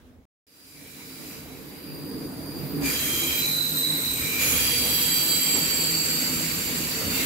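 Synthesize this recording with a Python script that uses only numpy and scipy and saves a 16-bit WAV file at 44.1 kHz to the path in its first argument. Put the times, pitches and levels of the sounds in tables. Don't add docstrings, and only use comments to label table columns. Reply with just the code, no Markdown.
import sys
import numpy as np
from scipy import signal
from scipy.fft import rfft, irfft, next_fast_len
from scipy.io import wavfile
from scipy.ndimage import uniform_filter1d, map_coordinates

SR = 44100
rng = np.random.default_rng(int(sys.argv[2]) if len(sys.argv) > 2 else 0)


def unload_audio(sound):
    columns = np.transpose(np.atleast_2d(sound))
    steps = np.round(np.clip(columns, -1, 1) * 32767)
    wavfile.write(sys.argv[1], SR, steps.astype(np.int16))


def invert_db(level):
    return 10 ** (np.asarray(level, dtype=float) / 20)


N = 319725

# start t/s, loudest t/s, end t/s, loudest level/dB, ending level/dB
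EARLY_SQUEALS = [
    [(.47, .475, 0.78, -45, -51.5), (.8, 1.14, 1.45, -51.5, -58), (1.5, 1.9, 2.26, -50.5, -51),
     (2.1, 2.45, 2.64, -48.5, -47.5), (2.4, 2.75, 3.1, -48, -54), (2.8, 2.86, 3, -38.5, -42)],
    [(1.6, 1.95, 2.42, -52, -59), (2.4, 2.72, 2.93, -47, -52)],
    [(1.6, 1.95, 2.9, -58, -55)],
    [(2.83, 2.86, 2.98, -35.5, -45), (2.98, 3.33, 3.48, -37, -40), (4.1, 4.42, 4.93, -31.5, -49)],
    [(2.88, 2.97, 3.12, -36, -42), (2.95, 3.17, 3.4, -35, -37.5), (3.2, 3.32, 3.45, -43, -52)],
    [(2.84, 2.98, 3.3, -42, -42), (3.2, 3.46, 3.96, -31, -31), (3.6, 3.82, 4.1, -36, -32.5),
     (3.95, 4.13, 4.42, -35, -43.5)],
    [(3.4, 3.55, 4.3, -41.5, -42), (3.55, 3.78, 4.3, -39, -43), (3.9, 4.06, 4.4, -47, -59)],
    [(2.83, 2.88, 3.2, -38, -42), (2.95, 3.22, 3.8, -33, -36.5), (3.2, 3.45, 3.65, -32, -44),
     (3.55, 3.8, 4.7, -33, -39)],
]
# start t/s, loudest t/s, end t/s, loudest level/dB, ending level/dB
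LAST_SQUEALS = [
    [(4.5, 4.55, 4.98, -34.5, -38.5), (4.8, 5.05, 5.47, -35.5, -43), (5.2, 5.42, 5.9, -38, -43)],
    [(4.55, 4.65, 4.95, -33.5, -33.5), (4.75, 5.1, 5.35, -31.5, -32), (5.1, 5.35, 5.84, -33, -34.5),
     (5.5, 5.85, 6.29, -29, -35.5), (6.0, 6.25, 6.94, -37, -42), (6.5, 6.85, 7.2, -42, -37)],
    [(4.6, 5.2, 5.58, -31, -30.5), (5.4, 5.65, 6.15, -31.5, -34.5), (5.9, 6.2, 6.9, -35, -45),
     (6.5, 6.8, 7.16, -46, -47)],
    [(4.68, 4.71, 4.6, -38, -46), (4.8, 4.95, 5.6, -30.5, -35.5), (5.3, 5.6, 6.25, -36.5, -39),
     (5.8, 6.15, 7.4, -40, -46)],
    [(4.39, 4.53, 4.9, -36, -46), (4.7, 4.92, 5.4, -34.5, -44), (5.1, 5.35, 6.0, -46, -46),
     (5.7, 6.1, 7.5, -50, -50)],
]
# first f/Hz, last f/Hz, glide ends t/s
MODE_GLIDES = [(4810, 4735, 2.0), (14512, 14518, 2.8), (9452, 9440, 2.8), (2368, 2364, 5.0),
               (3200, 3165, 3.4), (4005, 3930, 4.0), (8130, 8132, 4.2), (12140, 12070, 3.7),
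               (3250, 3165, 5.8), (4702, 4552, 5.95), (7750, 7515, 6.6), (12415, 12145, 5.8),
               (14275, 14120, 5.1)]
# line width f/Hz, halo width f/Hz, halo level/dB
MODE_SHAPES = [(22, 300, 2), (7, 200, -4), (20, 400, 1), (14, 220, -1), (10, 180, -3), (8, 280, -2),
               (4, 300, -4), (9, 340, -2), (22, 220, 1), (9, 190, -1), (9, 260, -1), (9, 340, -1.5),
               (12, 240, -1)]


def squeals():
    flutter_db = 0.7
    blurs_per_db = 1.36
    out = np.zeros((2, N))
    for swells, glide, shape in zip(EARLY_SQUEALS + LAST_SQUEALS, MODE_GLIDES, MODE_SHAPES):
        first_hz, last_hz, settled_s = glide
        line_hz, halo_hz, halo_db = shape
        first_s, last_s = swells[0][0], swells[-1][2]
        a = round((first_s - CATCH_S) * SR)
        b = min(N, round((last_s + RELEASE_S) * SR))
        t = np.arange(a, b) / SR
        power = sum(swell_power(t, *row) for row in swells)
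        level = np.sqrt(power) * invert_db(flutter_db * wobble(22)[a:b])
        sag_db = 20 * np.log10(np.maximum.accumulate(level) / level)
        pitch_hz = np.interp(t, [first_s, settled_s], [first_hz, last_hz])
        tone = sing(pitch_hz, 2.26, line_hz, halo_hz, halo_db + blurs_per_db * sag_db, alike=0.12)
        out[:, a:b] += level * tone
    return out


CATCH_S, RELEASE_S = .03, .08


def swell_power(t, start, top, end, top_db, end_db):
    times = [start - CATCH_S, start, top, end, end + RELEASE_S]
    levels_db = [top_db - 52, top_db - 14, top_db, end_db, end_db - 23]
    return invert_db(np.interp(t, times, levels_db)) ** 2


# start t/s, loudest t/s, end t/s, first f/Hz
SINKING_MODES = [(.47, 1.0, 2.2, 3955), (.7, .9, 1.6, 2345), (.47, .7, 1.0, 9650), (.9, 1.15, 1.7, 15560),
                 (2.84, 3.2, 3.9, 6680), (2.84, 3.2, 3.5, 9790), (2.84, 2.93, 3.15, 11430),
                 (2.84, 3.05, 3.3, 14140), (2.84, 2.9, 3.4, 14950), (4.45, 4.5, 5.0, 7700),
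                 (4.39, 5.0, 6.0, 4045), (4.39, 4.6, 6.9, 5830), (4.39, 4.47, 4.75, 6730),
                 (4.39, 4.5, 5.0, 10520), (4.39, 4.7, 5.9, 11040), (4.39, 4.5, 4.8, 11600),
                 (4.39, 4.45, 5.0, 12120), (5.2, 5.7, 6.1, 15050), (5.0, 5.6, 7.25, 2330),
                 (6.3, 6.9, 7.25, 11610), (7.12, 7.21, 7.4, 2700), (7.12, 7.22, 7.4, 2120),
                 (7.1, 7.22, 7.4, 7630), (7.08, 7.18, 7.3, 3620), (7.08, 7.16, 7.3, 14520),
                 (7.08, 7.16, 7.3, 13600)]
# start t/s, loudest t/s, end t/s, f/Hz
HELD_MODES = [
    (1.7, 2.7, 2.9, 10933),
    (4.39, 4.5, 4.9, 15080),
    (3.4, 3.65, 3.9, 1408),
    (4.4, 4.8, 5.1, 482),
    (3.1, 3.25, 3.45, 337),
    (2.72, 2.84, 2.93, 285),
    (4.39, 4.5, 5.4, 9650),
    (7.02, 7.08, 7.14, 95),
    (5.25, 5.38, 5.5, 4000),
]
WEAK_LEVELS = [-58.5, -55.5, -54, -59, -43.5, -41.5, -41, -44, -45, -56, -40, -46, -36.5, -40, -37, -38,
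               -37, -47, -46, -56, -39, -42.5, -41, -46, -45, -44, -67, -47, -55, -48.5, -45, -33, -40, -43,
               -38]


def weak_squeals():
    pitch_losses = [.01] * len(SINKING_MODES) + [0] * len(HELD_MODES)
    out = np.zeros((2, N))
    for mode, loss, peak_db in zip(SINKING_MODES + HELD_MODES, pitch_losses, WEAK_LEVELS):
        start, top, end, hz = mode
        a = round(start * SR)
        t = np.arange(a, min(N, round(end * SR))) / SR
        swell_db = np.interp(t, [start, start + 0.028, top, end], [-9, -3.5, 1.0, -12.5])
        pitch_hz = hz * (1 - loss * (t - start))
        alike = along(LIKENESS, hz) + 0.11
        tone = sing(pitch_hz, peak_db + swell_db + 3.5, 14.6, hz / 22, 2.0, alike)
        out[:, a:a + len(t)] += tone
    return out


# t/s, level/dB
FLANGE_PRESSURE = [(.46, -39.5), (1.33, -41.5), (1.45, -46), (2.18, -48), (2.41, -47), (2.8, -43),
                   (2.86, -29), (3.4, -28.5), (3.65, -34.5), (4.1, -33), (4.38, -29.5), (4.42, -22.5),
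                   (4.6, -24), (5.1, -25), (5.5, -26.5), (7.0, -28), (7.09, -29), (7.17, -25)]
# t/s, changeover time/s
HISS_CHANGES = [
    (1.65, 0.57),
    (2.825, 0.03),
    (4.39, 0.04),
]
# f/Hz, level per Hz/dB
HISS_COLOURS = [
    [(2500, -19), (3300, -9), (4300, -7), (5400, -3.5), (5800, -4), (6200, -7), (7400, -3.5), (8200, -7),
     (8650, -7), (9500, -3.5), (10500, -5), (12800, -1), (14000, -7), (15700, -5)],
    [(2500, -30), (3300, -7), (4300, -7), (5150, -16), (5650, -24), (6400, -16), (7400, -12), (8200, -14),
     (8620, -31), (9300, -4), (10500, -6), (12800, 3), (14000, -3), (15700, -3)],
    [(2500, -26), (3000, -6), (3450, -14), (3900, -5), (4450, -7), (4800, 1.5), (5400, -3.5), (6200, -3),
     (6700, -1), (7600, 0.5), (8800, -4.5), (9600, -2.5), (10700, -6.5), (11900, 3.5), (14200, -6.5),
     (15700, -5)],
    [(2000, -22.5), (2750, -4), (3450, -10.5), (3900, -6.5), (4300, -8.5), (4800, -2.5), (5300, -10.5),
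     (5750, -3.5), (6250, -13), (6500, -5.5), (7600, -3.5), (8700, -10), (9600, -6.5), (10500, -9),
     (12200, -2.5), (13200, -5.5), (14000, -8), (14700, -15), (15700, -3.5)],
]
# f/Hz, level per Hz/dB
GRIND_COLOUR = [(700, -12.5), (1200, -8.5), (1800, -3.5), (2400, 0.5), (3300, -8.5), (4200, -7),
                (4900, -28), (5300, -70)]
# t/s, extra level/dB
BITES = [
    (2.86, 5.5),
    (4.2, 4),
    (7.2, 2.5),
]
USUAL_PRESSURE_DB = -30


def scrape():
    hiss_db, = curves(FLANGE_PRESSURE)
    press_db = hiss_db - USUAL_PRESSURE_DB
    flutter_db = 0.3 * wobble(30) + .3 * wobble(9)
    bite_db = flares(BITES, rise_s=0.035, fall_s=0.19)
    grind_db = -39 + 0.82 * press_db + bite_db + 0.79 * wobble(5.4)
    t = np.arange(N) / SR
    arrived = [np.clip((t - s) / over + .5, 0, 1) for s, over in HISS_CHANGES]
    shares = -np.diff([np.ones(N), *arrived, np.zeros(N)], axis=0)
    hiss = np.zeros((2, N))
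    for share, colour in zip(shares, HISS_COLOURS):
        hiss += np.sqrt(np.abs(share)) * rush(colour, patchy_db=1.5)
    grind = rush(GRIND_COLOUR, patchy_db=1.8)
    return invert_db(flutter_db) * (invert_db(hiss_db) * hiss + invert_db(grind_db) * grind)


# t/s, level/dB
TRACK_LOAD = [(.46, -45.5), (1.0, -46), (1.85, -43.5), (2.05, -39), (2.3, -38.5), (2.58, -37),
              (2.72, -35.5), (2.84, -36), (2.93, -37.5), (3.6, -41.5), (4.4, -39), (5.4, -40), (6.0, -39.5),
              (6.9, -38), (7.25, -37)]
# t/s, extra level/dB
JOINTS = [
    (1.95, 3.5),
    (2.84, 6.5),
    (4.54, 5.5),
    (4.83, 5),
    (5.57, 11.5),
    (5.79, 4.5),
    (6.28, 6),
    (6.91, 0.5),
    (7.075, 8.5),
]
# f/Hz, level per Hz/dB
GROUND_COLOUR = [(22, -40), (40, -12), (60, -0.5), (110, -1.5), (170, -1.5), (260, -62)]
# t/s, f/Hz
SLEEPER_PITCH = [(.46, 272.8), (1.2, 261), (2.7, 272.1), (3.4, 257.4), (5.5, 252.4), (6.7, 239.6),
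                 (7.25, 265.2)]
# f/Hz, level per Hz/dB
TRACK_COLOUR = [(120, -24), (190, -5), (230, -6.5), (270, -1), (320, -4.5), (400, -10), (460, -7),
                (560, -48)]
# f/Hz, level per Hz/dB
ROAR_COLOUR = [(300, -35), (430, -2.5), (480, 4), (560, 0), (800, -5.5), (1020, -5), (1500, -9.5),
               (2500, -20)]


def rolling():
    usual_load_db = -40
    load_db = curves(TRACK_LOAD)[0] - usual_load_db
    press_db = curves(FLANGE_PRESSURE)[0] - USUAL_PRESSURE_DB
    joint_db = flares(JOINTS, rise_s=0.028, fall_s=0.041)
    jolt = wobble(14)
    ground_db = -46.5 + 1.08 * load_db + 0.14 * press_db + 0.5 * joint_db + 2.9 * wobble(4.818)
    ground = invert_db(ground_db + 0.59 * jolt) * rush(GROUND_COLOUR, patchy_db=1.0)
    boom = sing(curves(SLEEPER_PITCH)[0], -5.0, 8.9, 39.4, 3.5, alike=0.96)
    rattle = invert_db(-1.0) * rush(TRACK_COLOUR, patchy_db=1.0)
    track = invert_db(usual_load_db + load_db + joint_db + 1.3 * jolt) * (boom + rattle)
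    roar_db = -44.5 + 0.96 * load_db + 0.17 * press_db + 0.78 * joint_db + 0.56 * wobble(7.8)
    roar = invert_db(roar_db + 0.46 * jolt) * rush(ROAR_COLOUR, patchy_db=2.0)
    return ground + track + roar


# t/s, f/Hz
MOTOR_PITCH = [(.46, 144.7), (1.5, 147.6), (3.7, 150.2), (4.2, 156.8), (5.5, 158.9), (7.25, 164)]
# t/s, level/dB
MOTOR_EFFORT = [(0.5, -77), (0.8, -58.5), (1.74, -48.5), (1.8, -56), (1.93, -40.5), (2.4, -49.5),
                (2.81, -33), (2.91, -57.5), (3.94, -38.5), (4.0, -48), (5.07, -42.5), (5.58, -46.5),
                (5.63, -35), (5.74, -52), (5.91, -38), (7.25, -44)]
# multiple of the fundamental, level/dB
MOTOR_ORDERS = [(1, 2.5), (2, -4.5), (3, -11.5)]


def motor():
    hz, = curves(MOTOR_PITCH)
    effort_db, = curves(MOTOR_EFFORT)
    out = np.zeros((2, N))
    for order, level_db in MOTOR_ORDERS:
        out += sing(order * hz, effort_db + level_db - 2.5, 4.0, 25.94, -4.0, alike=0.93)
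    return out


# t/s, level/dB
FAR_LEVEL = [(0.0, -52.5), (0.086, -53.5), (0.26, -61)]
# f/Hz, level per Hz/dB
FAR_COLOUR = [(15, -58), (25, -30), (45, -18), (74, -7), (123, -17), (185, -22), (236, -10), (344, -23),
              (416, -22), (734, -30), (6740, -47.5), (8590, -49), (16000, -49)]


def far_train():
    return invert_db(curves(FAR_LEVEL)[0] + 3.0) * rush(FAR_COLOUR, patchy_db=-1.5)


def sing(hz, db, line_hz, halo_hz, halo_db, alike):
    lead = 3000
    n = len(hz)
    line = blur(n + lead, line_hz, alike)
    line = unit(line / (np.abs(line) ** .75 + .05))[:, lead:]
    above = np.exp(.2j * np.pi * halo_hz * np.arange(n) / SR)
    halo = above * blur(n + lead, halo_hz / 2, alike / 2)[:, lead:]
    envelope = (line + invert_db(halo_db) * halo) / np.sqrt(1 + invert_db(2 * halo_db))
    carrier = np.exp(2j * np.pi * np.cumsum(hz) / SR)
    return np.sqrt(2) * invert_db(db) * np.real(envelope * carrier)


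def blur(size, width_hz, alike):
    poles = np.exp(-2 * np.pi * width_hz * np.array([.5, 1.9]) / SR)
    noise = rng.standard_normal((3, size)) + 1j * rng.standard_normal((3, size))
    share = np.clip(alike, 0, 1)
    pair = np.sqrt(1 - share) * noise[:2] + np.sqrt(share) * noise[2]
    return unit(signal.lfilter([1], np.poly(poles), pair))


# f/Hz, left-right likeness (0 to 1)
LIKENESS = [(30, 0.35), (70, 0.77), (150, 0.98), (300, 0.9), (600, 0.55), (1200, 0.25), (2500, 0.065),
            (8000, 0.0077)]


def rush(spectrum, patchy_db):
    z = signal.stft(rng.standard_normal((2, N)), nperseg=512)[2]
    patches = uniform_filter1d(rng.standard_normal(z.shape[1:]), 5, 0)
    patches = unit(uniform_filter1d(patches, 10, 1))
    pair = signal.istft(z * invert_db(patchy_db * patches), nperseg=512)[1][:, :N]

    def mid_side(hz):
        angle = np.arccos(np.clip(along(LIKENESS, hz), -1, 1)) / 2
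        return invert_db(along(spectrum, hz)) * [np.cos(angle), np.sin(angle)]

    mid, side = filtered(pair, mid_side)
    return unit(np.array([mid + side, mid - side]))


def flares(rows, rise_s, fall_s):
    t = np.arange(N) / SR
    return sum(db * np.exp(-np.abs(t - s) / np.where(t < s, rise_s, fall_s)) for s, db in rows)


def wobble(rate):
    knots = rng.standard_normal(int(N * rate / SR) + 4)
    return map_coordinates(knots, [np.arange(N) * rate / SR], order=1)


def curves(rows):
    s, *cols = np.transpose(rows)
    return [np.interp(np.arange(N) / SR, s, c) for c in cols]


def along(points, hz):
    f, v = np.transpose(points)
    return np.interp(np.log(hz + 1), np.log(f + 1), v)


def filtered(x, response):
    m = next_fast_len(N + 8192)
    return irfft(rfft(x, m) * response(np.fft.rfftfreq(m, 1 / SR)), m)[..., :N]


def unit(x):
    return x / np.sqrt(np.mean(np.abs(x) ** 2) + 1e-20)


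# from t/s, to t/s
SILENCE = (.2535, .4675)
# from t/s, duration/s
FADE_IN = (0.4, 0.96)


def scene():
    t = np.arange(N) / SR
    fade = np.clip((t - FADE_IN[0]) / FADE_IN[1], 0, 1)
    near = fade * (squeals() + weak_squeals() + scrape() + rolling()) + motor()
    return (t < SILENCE[0]) * far_train() + (t > SILENCE[1]) * near


def low_pass(x):
    return signal.sosfilt(signal.butter(12, 15970, fs=SR, output="sos"), x)


# f/Hz, left minus right level/dB
PORT_SHADING = [(30, -3.5), (150, -2.5), (300, -0.5), (600, -2), (1600, 0), (2300, -1.5), (3100, 1.5),
                (4100, -4.5), (5500, 2), (7300, -6.5), (9000, 2), (11000, -3.5), (12300, -2.5), (14000, -6)]


def record(dry):
    lag_s, lag_fades_hz, top_hz = 5e-5, 4000, 15740

    def ports(hz):
        shading = invert_db(np.outer([.5, -.5], along(PORT_SHADING, hz)))
        phase = np.pi * hz * lag_s * np.exp(-hz / lag_fades_hz)
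        return shading * np.exp(np.outer([-1j, 1j], phase)) * (hz < top_hz)

    t = np.arange(N) / SR
    sounding = (t < SILENCE[0]) | (t > SILENCE[1])
    return low_pass(filtered(dry, ports) * sounding)


dry = scene()
out = record(dry)
unload_audio(out)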